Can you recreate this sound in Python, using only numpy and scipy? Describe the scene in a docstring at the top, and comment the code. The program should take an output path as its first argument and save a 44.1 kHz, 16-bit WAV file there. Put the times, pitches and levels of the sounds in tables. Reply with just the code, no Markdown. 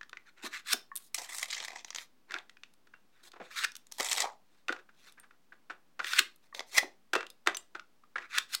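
"""Gelatin sheets pushed into a bowl of water

Stiff gelatin sheets are drawn from a stack and pushed one by one into a glass bowl of water on a wooden table.
Dry sheets crackle and snap as they bend: short bursts of noise, coloured by a bending resonance.
They scrape over one another and flick free: dense random grains that swell and end in a loud burst.
They slap the water, which laps in dull grains, plops in rising sine tones and faintly rings the bowl.
A small, quiet room answers with a short noise tail, over still air and a trace of hum."""
import sys
import numpy as np
from scipy import signal
from scipy.fft import rfft, irfft, next_fast_len
from scipy.io import wavfile
from scipy.ndimage import uniform_filter1d, map_coordinates

SR = 44100
rng = np.random.default_rng(int(sys.argv[2]) if len(sys.argv) > 2 else 0)


def transcribe(u):
    """Save the signal u as a 16-bit wav file named by the first command-line argument.

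    u: samples, shape (n,) or (channels, n), limited to [-1, 1]; the rate is SR.
    q: integer samples, one column per channel.
    """
    v = np.clip(np.atleast_2d(u).T, -1, 1)
    q = np.round(v * 32767).astype(np.int16)
    wavfile.write(sys.argv[1], SR, q)


N = 379258  # length of the scene [samples]


def amp(db):
    """Turn decibels into an amplitude factor."""
    return 10 ** (np.asarray(db) / 20)


def unit(x):
    """Scale a signal to an rms of 1."""
    return x / np.sqrt(np.mean(x ** 2) + 1e-20)


def along(points, hz):
    """Read (frequency, value) points at any frequency, on a log axis."""
    point_hz, values = np.transpose(points)
    return np.interp(np.log(hz + 1), np.log(point_hz), values)


def add(track, s, x):
    """Mix x into the track at time s."""
    i = max(round(s * SR), 0)
    track[i:i + len(x)] += x[:max(len(track) - i, 0)]


def coloured(x, gain_db):
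    """Filter x by a dB function of frequency, with no sound ahead of its cause (minimum phase)."""
    m = 2 * next_fast_len(len(x) // 2 + 1024)
    log_gain = np.maximum(gain_db(np.fft.rfftfreq(m, 1 / SR)), -120) * np.log(10) / 20
    cepstrum = irfft(log_gain)
    # Folding the second half onto the first makes the filter minimum phase
    cepstrum[1:m // 2] *= 2
    cepstrum[m // 2 + 1:] = 0
    return irfft(rfft(x, m) * np.exp(rfft(cepstrum)))[:len(x)]


def peaks(modes, hz):
    """Add up the dB gain of a few (centre [Hz], width [Hz], gain [dB]) resonances."""
    return sum(db / (1 + (2 * (hz - centre) / width) ** 2) for centre, width, db in modes)


def tone(thump_db, bite_db, sizzle_db):
    """Spectrum of one contact, from thump (bass) to sizzle (treble); a thin sheet radiates little bass."""
    points = [(60, thump_db - 35.5), (170, thump_db - 22.5), (330, thump_db - 4.0), (700, thump_db - 0.5),
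              (1250, 0.3), (2200, 0.94), (3300, bite_db + 3), (6000, bite_db - 0.5),
              (9500, sizzle_db + .5), (16000, sizzle_db - 8)]
    return lambda hz: along(points, hz)


DRY_BITE_DB, DRY_BITE_SHARE = 4, .35  # the upper mids of a dry contact follow its sizzle


def dry_tone(thump_db, sizzle_db):
    """Spectrum of a dry snap."""
    return tone(thump_db, DRY_BITE_DB + DRY_BITE_SHARE * sizzle_db, sizzle_db)


def grains(size, rate, spread_db):
    """Tiny stick-slip releases of uneven size, about rate per second, rms 1."""
    hit = rng.random(size) < rate / SR
    sign = rng.choice([-1, 1], size)
    strength = amp(spread_db * np.minimum(rng.exponential(size=size), 4))
    return unit(hit * sign * strength)


def burst(fade_s, swell, colour):
    """A short shudder of the sheet, with the energy of 10 ms at rms 1; longer ones build up more slowly."""
    t, life = np.arange(SR // 8) / SR, max(fade_s, .002)
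    rise = 1 - np.exp(-t / (swell * life))
    spectrum = rfft(rng.standard_normal(len(t)) * rise * amp(-60 * t / life))
    # Partly flatten the random spectrum, so that the colour filter sets the tone
    even = irfft(spectrum / np.sqrt(abs(spectrum) + 1e-12), len(t))
    x = coloured(even * rise * np.exp(-t / life), colour)
    return x * np.sqrt(SR / 100 / np.sum(x ** 2))


def shudder(colour, bend_hz, fade_s, swell, ring_db, ring_width):
    """One contact; the free length of the sheet sets its bending resonance."""
    bend = [(bend_hz, ring_width * bend_hz, ring_db)]
    return burst(fade_s, swell, lambda hz: colour(hz) + peaks(bend, hz))


# Where the held sheet is: (time [s], place [0 = over the stack, 1 = inside the bowl])
SHEET_PLACE = [(1.0, 1), (1.1, 0), (2.1, 0), (2.25, 1), (3.8, 1), (3.9, 0), (4.4, 0), (4.5, 1), (6.4, 1),
               (6.5, 0), (6.95, 0), (7.05, 1)]


def inside(s):
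    """How far the held sheet is over the bowl at time s, 0-1."""
    return np.interp(s, *np.transpose(SHEET_PLACE))


# Tone of the still air in the room: (frequency [Hz], relative level [dB])
STILL_AIR = [(20, -26.5), (70, -32), (130, -25.5), (240, -19), (400, -25.5), (600, -28.5), (1000, -28.5),
             (2000, -33.5), (4400, -37), (10000, -44), (14000, -45.5), (16000, -40)]


def background(air_db, hum_hz, hum_db):
    """Still air as coloured noise, and a trace of mains hum as a sine."""
    air = unit(coloured(rng.standard_normal(N), lambda hz: along(STILL_AIR, hz)))
    hum = np.sin(2 * np.pi * hum_hz * np.arange(N) / SR)
    return amp(air_db) * air + amp(hum_db) * hum


# How long the room echoes: (frequency [Hz], time to fade by 60 dB [s])
ROOM_FADE = [(150, 0.12), (500, 0.31), (1500, 0.2), (5000, 0.23), (10000, 0.18), (16000, .2)]


def room(x, wet_db, treble_db, delay):
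    """A short diffuse tail of fading noise, with fresh noise each quarter second."""
    out, step = np.zeros(N), SR // 4
    for i in range(0, N, step):
        hz, t, noise = signal.stft(rng.standard_normal(SR // 2), SR, nperseg=256)
        fade = amp(-60 * t / along(ROOM_FADE, hz)[:, None]) * (1 - np.exp(-t / delay))
        tail = signal.istft(noise * fade, SR, nperseg=256)[1]
        add(out, i / SR, signal.fftconvolve(x[i:i + step], tail / np.linalg.norm(tail)))
    colour = [(300, 1), (1500, -1.6), (6000, treble_db), (15000, treble_db)]
    return coloured(out, lambda hz: wet_db + along(colour, hz))


# Ringing tones of the glass bowl: (frequency [Hz], relative level [dB], time to fade by 60 dB [s])
BOWL_TONES = [(768.4, -5, 0.17), (1300, -6.5, .14), (1660, -6.5, .15), (1680, -10.5, 0.44),
              (1970, -5.5, 0.27), (3700, -8.5, .2), (4050, -8.5, .2)]


def bowl(x, ring_db):
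    """The water-damped glass rings in fading sines with the slaps and lapping of the water."""
    t = np.arange(SR // 2) / SR
    ring = sum(amp(db - 60 * t / t60) * np.sin(2 * np.pi * hz * t) for hz, db, t60 in BOWL_TONES)
    return amp(ring_db) * signal.fftconvolve(x, ring)[:N]


# Resonances of the hollow of the bowl: (centre [Hz], width [Hz], gain [dB])
BOWL_HOLLOW = [(355, 87, 8.5), (520, 50, 1.5), (910, 67, -2.5), (1450, 160, 3), (1664, 89, 2),
               (2170, 210, -3), (2560, 350, 2), (2980, 430, -1), (3570, 310, 5), (4210, 100, 1),
               (5030, 1100, -1), (5900, 520, -1.5), (7710, 1000, 2)]
# Resonances of a sheet held just above the table top: (centre [Hz], width [Hz], gain [dB])
ABOVE_TABLE = [(790, 490, 4), (1460, 350, -7.5), (2010, 140, 4.5), (2850, 440, -6.5), (3500, 520, -0.5),
               (4670, 590, -1.5)]


def surroundings(sheets, over_bowl):
    """The hollow bowl or the table top colours the sound, depending on where the sheet is."""
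    in_bowl = coloured(over_bowl * sheets, lambda hz: peaks(BOWL_HOLLOW, hz) - 1.5)
    at_table = coloured((1 - over_bowl) * sheets, lambda hz: peaks(ABOVE_TABLE, hz) - .6)
    return in_bowl + at_table


# Air bubbles: (time [s], starting pitch [Hz], level before a 6.5 dB lift [dB], time to fade by 60 dB [s])
AIR_BUBBLES = [(.916, 1102, -42, 0.06), (.916, 1774, -38.5, 0.018), (2.363, 1640, -30, 0.017),
               (2.937, 2740, -65.5, 0.15), (5.199, 8500, -63, .09), (6.527, 1126, -47.5, 0.049),
               (6.526, 1837, -48, 0.029), (7.154, 2675, -41.5, 0.22), (7.301, 3570, -57, 0.054),
               (7.301, 5010, -57.5, .05), (7.549, 5990, -31.5, 0.027), (7.569, 7280, -46.5, 0.087),
               (7.569, 2830, -46.5, 0.047), (8.036, 1213, -53, 0.023)]


def bubbles(rise, attack):
    """Each bubble rings and climbs a little in pitch as it nears the surface."""
    out, t = np.zeros(N), np.arange(SR // 5) / SR
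    for s, hz, db, t60 in AIR_BUBBLES:
        pitch = hz * (1 + rise * np.minimum(t / t60, 1))
        phase = 2 * np.pi * np.cumsum(pitch) / SR
        add(out, s, amp(db + 6.5 - 60 * t / t60) * np.sin(phase) * (1 - np.exp(-t / attack)))
    return out


def slosh(splashes, rate, life, slosh_db):
    """Water stirred by a slap keeps lapping in small, dull grains."""
    keep = np.exp(-1 / (life * SR))
    stir = np.sqrt(signal.lfilter([1 - keep], [1, -keep], splashes ** 2))
    colour = [(100, -26.0), (330, -8.0), (800, -0.5), (1500, 2), (3000, -9.5), (8000, -26.5), (16000, -49.5)]
    laps = coloured(grains(N, rate, spread_db=1.0), lambda hz: along(colour, hz))
    return amp(slosh_db) * stir * unit(laps)


# A whole sheet flopping over: (time [s], level [dB], fade setting [s], centre [Hz])
SHEET_FLOPS = [(0.436, -44, 0.046, 297), (0.461, -53.5, 0.066, 290), (0.736, -45.5, 0.03, 300),
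               (3.404, -52.5, 0.051, 225.5), (4.693, -39, 0.073, 377.5), (6.191, -48.5, 0.072, 320),
               (6.827, -44.5, 0.1, 354), (7.153, -35.5, 0.064, 438.4)]


def flops(swell, octaves):
    """A flopping sheet pushes out a soft, low puff of air."""
    out = np.zeros(N)
    for s, db, fade_s, centre_hz in SHEET_FLOPS:
        colour = lambda hz: -20 * np.log10(1 + (np.log2((hz + 1) / centre_hz) / octaves) ** 6)
        add(out, s, amp(db) * burst(fade_s, swell, colour))
    return out


# A sheet hits the water: (time [s], level [dB], fade setting [s], sizzle [dB], bending resonance [Hz])
WATER_SLAPS = [(.738, -41, .022, -15, 664), (2.362, -46, .016, -39, 1610), (2.869, -62, .02, -19.5, 1500),
               (2.935, -51, 0.029, -45, 1590), (3.333, -52, 0.03, -36, 1250),
               (3.357, -50.5, 0.045, -45.5, 950), (3.398, -43, 0.031, -49.5, 710),
               (3.412, -44.5, .03, -47.5, 496), (4.234, -41.5, 0.0095, -28, 1060),
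               (4.682, -34.5, .014, -25, 2720), (4.6905, -29.5, 0.018, -44, 1540),
               (4.723, -36, .018, -24.5, 1430), (4.762, -48.5, .016, -34, 1490),
               (4.785, -54.5, .05, -28.5, 1500), (4.888, -57, .035, -45, 1420),
               (5.172, -53.5, .07, -50, 1580), (5.229, -55.5, .06, -40, 1460),
               (5.307, -57, .017, -42, 1530), (5.52, -50, .03, -64, 1530), (5.697, -42, 0.027, -40.5, 1450),
               (5.702, -39.5, 0.024, -42, 1410), (5.992, -39.5, .015, -30, 1488),
               (5.995, -31.5, .036, -42.5, 1364), (6.827, -39.5, .03, -26, 397),
               (7.132, -26, .022, -18.5, 1544), (7.151, -25.5, .018, -22.5, 1250),
               (7.16, -30.5, .014, -30, 1170), (7.173, -38.5, .048, -31.5, 1120),
               (7.206, -37.5, .018, -33, 1670), (7.229, -42, .007, -36.5, 1460),
               (7.461, -40, .03, -22, 1410), (7.4712, -20, .016, -22.5, 1840),
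               (7.748, -38.5, .028, -36.5, 1450), (8.037, -66.5, 0.018, -35, 1290),
               (8.156, -31, 0.024, -53, 1550), (8.181, -35.5, .014, -41, 1960),
               (8.218, -50, 0.041, -34, 2460)]
WET_BITE_DB, WET_BITE_SHARE = 3, 0.47  # the upper mids of a slap follow its sizzle
# A longer sheet bends lower and thumps more
MID_BEND_HZ, SLAP_THUMP_DB, THUMP_DB_PER_OCTAVE, MAX_THUMP_DB = 1350, -2, -20, 9
USUAL_SIZZLE_DB, FLAT_HIT_SHARE = -32, 0.26  # a flatter, brighter slap also thumps more


def slaps():
    """The lower a sheet bends and the flatter it lands, the more water it pushes and the more it thumps."""
    out = np.zeros(N)
    for s, db, fade_s, sizzle_db, bend_hz in WATER_SLAPS:
        thump_db = SLAP_THUMP_DB + THUMP_DB_PER_OCTAVE * np.log2(bend_hz / MID_BEND_HZ)
        thump_db += FLAT_HIT_SHARE * (sizzle_db - USUAL_SIZZLE_DB)
        colour = tone(min(thump_db, MAX_THUMP_DB), WET_BITE_DB + WET_BITE_SHARE * sizzle_db, sizzle_db)
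        add(out, s, amp(db) * shudder(colour, bend_hz, fade_s, swell=.14, ring_db=8.5, ring_width=0.3))
    return out


# Resonances of a sheet singing as it slides: (centre [Hz], width [Hz], gain [dB])
SLIDING_TONES = [(1250, 230, -1.5), (2530, 450, -0.5), (3020, 300, -4.5), (4070, 600, 2.5),
                 (13000, 4100, 1.5)]
RUB_BITE_DB, RUB_BITE_SHARE = 4, 0.64  # the upper mids of friction follow its sizzle
FLUTTER_HZ, FLUTTER_DB = 61, 2.1  # the pressure wavers: random values per second, and their spread


def scrape(size, thump_db, sizzle_db):
    """Dense stick-slip grains under uneven pressure, through the resonances of a sliding sheet, rms 1."""
    colour = tone(thump_db, RUB_BITE_DB + RUB_BITE_SHARE * sizzle_db, sizzle_db)
    knots = np.arange(size) * FLUTTER_HZ / SR
    waver = map_coordinates(rng.standard_normal(int(knots[-1]) + 2), [knots], mode='nearest')
    force = amp(FLUTTER_DB * waver) * grains(size, rate=1800, spread_db=1.27)
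    return unit(coloured(force, lambda hz: colour(hz) + peaks(SLIDING_TONES, hz)))


# Soft rubs that swell and fade without a flick; all friction of this kind is later turned down 1 dB:
# (start time [s], length [s], level before that [dB], thump [dB], sizzle [dB])
SOFT_RUBS = [(.25, .06, -56.5, -26, -31), (.36, .08, -54.5, -13, -32), (.42, .065, -37.5, -7.5, -15),
             (.505, 0.11, -39, -25, -24.5), (.98, .13, -60.5, -6, 19), (1.82, 0.11, -63, -4, -13),
             (1.945, 0.12, -48.5, -15, -13), (2.28, .14, -44, -4.5, -37.5), (3.12, 0.12, -65.5, -18, -27.5),
             (3.225, .075, -53.5, -2, -6), (3.4, .13, -58, -6.5, -22), (3.5, 0.044, -48, -24, -21),
             (3.555, 0.057, -33.5, -38, -18.5), (3.92, 0.079, -56.5, -9.5, -2),
             (4.47, 0.19, -71.5, -4, -14), (4.93, 0.23, -62.5, -6.5, -12), (5.055, 0.051, -54.5, -11, -12),
             (6.04, .09, -39, -25, -15.5), (6.42, 0.063, -66, -2, -13.5), (6.54, .055, -44.5, 0.5, -14.5),
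             (6.66, .08, -56.5, -21, -5.5), (8.18, 0.103, -50.5, -30, -35)]


def rubs(arch):
    """Friction rises and falls with the speed of the hand."""
    out = np.zeros(N)
    for s, length, db, thump_db, sizzle_db in SOFT_RUBS:
        speed = abs(np.sin(np.linspace(0, np.pi, int(length * SR))))
        add(out, s, amp(db) * speed ** arch * scrape(len(speed), thump_db, sizzle_db))
    return out


# Tone of the dragged sheet: (frequency [Hz], gain [dB])
DRAGGED_SHEET = [(200, -35), (350, -16), (800, -4.5), (1400, -2), (2100, 1), (3400, -0.5), (6800, -5),
                 (8000, -4.5), (10000, -14.5), (16000, -25.5)]
STEADY_DRAG_DB, SPEED_POWER = -43.5, .25  # level at the usual speed; speed against amplitude


def pull(rows, ridge_rate, spread_db, ridge_life, colour_spread_db, scrape_db, flex_gain_db):
    """Ridges of a dragged sheet catch and let go over a fine scrape; a slow drag breaks up into ticks."""
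    s, *cols = np.transpose(rows)
    t = np.arange(s[0], s[-1], 1 / SR)
    level_db, flex_db, sizzle_db = [np.interp(t, s, c) for c in cols]
    speed = amp(SPEED_POWER * (level_db - STEADY_DRAG_DB))
    ridges = abs(grains(len(t), ridge_rate * speed, spread_db)) / np.sqrt(speed)
    fade = np.exp(-np.arange(SR // 50) / SR / ridge_life)

    def band(lo_hz, hi_hz):
        """One band of the drag; each ridge gets its own random strength here, and so its own colour."""
        strength = amp(colour_spread_db * rng.uniform(-1.4, 1, len(t)))
        slips = signal.fftconvolve(ridges * strength, fade)[:len(t)]
        force = rng.standard_normal(len(t)) * (unit(slips) + amp(scrape_db) * np.minimum(speed, 1))
        sos = signal.butter(3, [lo_hz, hi_hz], 'band', fs=SR, output='sos')
        return signal.sosfilt(sos, coloured(force, lambda hz: along(DRAGGED_SHEET, hz)))

    flex, sizzle = band(200, 1200), band(7500, 17000)
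    body = band(1200, 2800) + band(2800, 4800) + band(4800, 7500)
    mix = unit(body) + amp(flex_db + flex_gain_db) * unit(flex) + amp(sizzle_db) * unit(sizzle)
    out = np.zeros(N)
    add(out, s[0], amp(level_db) * mix)
    return out


# Three drags of an embossed sheet off the stack, one list each; the level is later turned down 2 dB and
# the flexing raised a little: (time [s], level before that [dB], flexing before that [dB], sizzle [dB])
SHEET_DRAGS = [
    [(1.145, -30.5, -24, 4), (1.175, -57.5, -12, -2), (1.183, -36, -9.5, -8.5), (1.193, -41, -7, -5),
     (1.279, -49.5, -18, -5.5), (1.307, -41, -16, -3), (1.379, -45, -17, 2), (1.435, -33.5, -17, -7.5),
     (1.47, -62.5, -19, -5)],
    [(1.48, -47.5, -8, -1), (1.506, -37, -26, -13), (1.632, -41, -10.5, -18), (1.652, -40, -23, -6),
     (1.672, -60, -2, -17), (1.68, -45, -9, -12.5), (1.714, -56.5, -0.5, -17), (1.802, -44.5, -10.5, -20),
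     (1.835, -61.5, -13, -19)],
    [(3.985, -42.5, -12, 1), (4.001, -34.5, 0, -10.5), (4.019, -38.5, -8, -4), (4.111, -37.5, -11, -1),
     (4.119, -28.5, -25, -9), (4.139, -41.5, -7, -1.5), (4.211, -26, -14.5, -11.5),
     (4.257, -48.5, 14.5, -9.5), (4.35, -68, 0, -19)],
]


def drags():
    """An embossed sheet is pulled off the stack three times."""
    return amp(-2.0) * sum(pull(rows, ridge_rate=260, spread_db=3.5, ridge_life=0.0018, colour_spread_db=5,
                                scrape_db=-3, flex_gain_db=0.4) for rows in SHEET_DRAGS)


# The deepest ridges catch during or between drags: (time [s], level [dB], bending resonance [Hz])
RIDGE_CATCHES = [(1.147, -37, 7540), (1.183, -37, 5890), (1.383, -37.5, 8090), (1.428, -31, 2120),
                 (1.456, -44, 2100), (1.532, -36.5, 4620), (1.566, -42, 1960), (1.6, -39, 3280),
                 (1.647, -39, 1880), (1.681, -39.5, 1920), (1.704, -47, 2180), (1.717, -48.5, 1740),
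                 (1.731, -50, 740), (1.758, -43.5, 1840), (1.846, -42.5, 6450), (1.881, -51.5, 2970),
                 (1.904, -40.5, 6100), (1.928, -51.5, 1760), (1.947, -38, 7500), (1.959, -36.5, 6550),
                 (1.983, -37.5, 3320), (3.998, -30.5, 2020), (4.005, -30.5, 526), (4.045, -37, 7500),
                 (4.086, -35.5, 3340), (4.115, -33.5, 3320), (4.129, -28.5, 7380), (4.162, -36, 3940),
                 (4.18, -31.5, 1190), (4.203, -27, 7780), (4.221, -32, 4100)]


def catches(fade_s, thump_db, sizzle_db):
    """A ridge catches with a short snap; its colour is interpolated between the drag points."""
    out = np.zeros(N)
    times, _, flex, sizzle = np.concatenate(SHEET_DRAGS).T
    for s, db, bend_hz in RIDGE_CATCHES:
        colour = dry_tone(thump_db + np.interp(s, times, flex), sizzle_db + np.interp(s, times, sizzle))
        add(out, s, amp(db) * shudder(colour, bend_hz, fade_s, swell=0.13, ring_db=11.5, ring_width=0.33))
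    return out


def flexed(x, depth_db):
    """Bending keeps shifting the resonances of a sheet, so patches of its spectrum come and go."""
    z = signal.stft(x, nperseg=256)[2]
    field = uniform_filter1d(rng.standard_normal(z.shape), size=2, axis=0)  # smooth over frequency
    field = uniform_filter1d(field, size=7, axis=1)  # and over time
    gain = unit(amp(depth_db * np.clip(unit(field), -2, 2)))
    return signal.istft(z * gain, nperseg=256)[1][:N]


# A sheet slides ever faster under the finger and flicks free; the scrape is later turned down 1 dB:
# (time [s], run-up [s], scrape level before that [dB], flick level [dB],
#  scrape sizzle [dB], flick sizzle [dB], bending resonance [Hz])
EDGE_FLICKS = [(.7317, .09, -29.5, -24, -12.5, 9.5, 5230), (3.6458, .15, -32, -28, -20, -13.5, 1750),
               (6.1902, .19, -30, -19, -16.5, -4.5, 1595), (6.7813, .075, -29, -19, -12, -13, 1960),
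               (8.3824, .1, -32, -24, -26, -8.5, 1366), (8.5486, .07, -36.5, -30.5, -9.5, 6.5, 4355)]
RUN_UP_THUMP_IN_BOWL_DB, RUN_UP_THUMP_ON_STACK_DB = -28, -9  # the table lends a scrape some bass too
SWELL_POWER = 1.5  # scrape amplitude against the share of the run-up gone by
GRAB_S, GRAB_DB = .005, -.5  # the edge grips harder just before it lets go; level against the flick
RELEASE_S = .0054  # how fast the scrape dies once the edge is free


def run_ups():
    """Friction swells as an edge gathers speed, grips, and stops when it comes free."""
    out = np.zeros(N)
    for s, run_up, scrape_db, flick_db, sizzle_db, _, _ in EDGE_FLICKS:
        t = np.arange(-run_up, 10 * RELEASE_S, 1 / SR)
        before = np.minimum(t, 0)
        thump_db = np.interp(inside(s), [0, 1], [RUN_UP_THUMP_ON_STACK_DB, RUN_UP_THUMP_IN_BOWL_DB])
        swelling = amp(scrape_db) * abs(1 + before / run_up) ** SWELL_POWER
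        grab = amp(flick_db + GRAB_DB) * np.exp(before / GRAB_S)
        release = np.exp(-np.maximum(t, 0) / RELEASE_S)
        add(out, s - run_up, (swelling + grab) * release * scrape(len(t), thump_db, sizzle_db))
    return out


FLICK_FADE_S, FLICK_THUMP_DB = .012, -19


def flicks():
    """The freed edge springs straight with a loud snap."""
    out = np.zeros(N)
    for s, _, _, db, _, sizzle_db, bend_hz in EDGE_FLICKS:
        colour = dry_tone(FLICK_THUMP_DB, sizzle_db)
        snap = shudder(colour, bend_hz, FLICK_FADE_S, swell=.09, ring_db=11.5, ring_width=0.22)
        add(out, s, amp(db) * snap)
    return out


def settling(cracks, rate, life, settle_db):
    """After each snap the creased sheet relaxes in a few faint ticks."""
    keep = np.exp(-1 / (life * SR))
    strain = np.sqrt(signal.lfilter([1 - keep], [1, -keep], cracks ** 2))
    colour = tone(thump_db=-6.5, bite_db=-3.0, sizzle_db=-16.5)
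    ticks = coloured(grains(N, rate, spread_db=-0.5), colour)
    return amp(settle_db) * strain * unit(ticks)


# A bent sheet buckles: (time [s], level [dB], sizzle [dB], bending resonance [Hz])
SHEET_SNAPS = [(.011, -43, -49, 1690), (.03, -48.5, -31, 1680), (.094, -55, -7, 1280),
               (.13, -43.5, -55, 1500), (.17, -42.5, -43, 2030), (.955, -39.5, 14, 11860),
               (0.9614, -35.5, 21, 9300), (.971, -41, 15, 12000), (.976, -44.5, 17, 11860),
               (2.308, -42, -30.5, 1870), (2.319, -42, -15, 1715), (2.34, -34, -26, 1420),
               (2.385, -46, -19, 3470), (2.495, -52, -20, 1950), (2.569, -57, -44, 2460),
               (2.634, -46.5, -28.5, 2760), (2.737, -66, -5, 10640), (3.317, -55, -9.5, 4240),
               (3.718, -51, 2, 5710), (3.753, -45.5, -3.5, 5870), (3.765, -46, 10.5, 6060),
               (3.868, -58.5, 1, 6970), (3.915, -55, -5.5, 6040), (3.921, -42, 5, 5930),
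               (3.983, -44, -0.5, 910), (5.122, -59.5, 4, 10640), (5.198, -55, 18, 9900),
               (6.044, -33.5, -25, 1910), (6.133, -29.5, -17.5, 1500), (6.36, -63, 18.5, 11860),
               (6.547, -40, -14, 3600), (6.593, -35.5, -22, 3410), (6.604, -38.5, -26, 1100),
               (7.266, -48, -11, 2870), (7.301, -50.5, 10.5, 3940), (7.546, -39.5, -15.5, 5850),
               (7.569, -36, 2.5, 8400), (7.795, -44.5, -34, 1410)]
SNAP_FADE_S = .011
THUMP_IN_BOWL_DB, THUMP_ON_STACK_DB = -15, -2.5  # the table under the stack lends a snap some bass


def snaps():
    """Single buckles, with more bass over the stack than over the bowl."""
    out = np.zeros(N)
    for s, db, sizzle_db, bend_hz in SHEET_SNAPS:
        thump_db = np.interp(inside(s), [0, 1], [THUMP_ON_STACK_DB, THUMP_IN_BOWL_DB])
        colour = dry_tone(thump_db, sizzle_db)
        add(out, s, amp(db) * shudder(colour, bend_hz, SNAP_FADE_S, swell=.088, ring_db=10.5, ring_width=.2))
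    return out


def scene():
    """Dry and wet contacts, coloured by the bowl or the table top, in the room."""
    cracks = snaps() + flicks() + catches(fade_s=.012, thump_db=4.5, sizzle_db=-1)
    friction = flexed(amp(-1) * (rubs(arch=1.1) + run_ups()) + drags(), depth_db=3.5)
    splashes = slaps()
    water = splashes + slosh(splashes, rate=500, life=0.01, slosh_db=-9.0)
    ticks = settling(cracks, rate=190, life=.018, settle_db=-23.5)
    sheets = cracks + ticks + friction + water
    over_bowl = inside(np.arange(N) / SR)
    near = surroundings(sheets, over_bowl)
    near += flops(swell=.044, octaves=0.5)
    near += bubbles(rise=0.037, attack=.0013)
    near += bowl(over_bowl * water, ring_db=-58.5)
    echo = room(near, wet_db=-9.5, treble_db=-5.0, delay=.00067)
    return (near + echo + background(air_db=-73, hum_hz=49, hum_db=-88.5))[None]


TOP_HZ = 16200  # nothing sounds from here up


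def record(dry):
    """Remove everything from the top frequency up, then rest slightly below zero."""
    m = next_fast_len(N + SR // 2)
    passed = np.fft.rfftfreq(m, 1 / SR) < TOP_HZ
    return irfft(rfft(dry, m) * passed, m)[..., :N] - .0007


dry = scene()
out = record(dry)
transcribe(out)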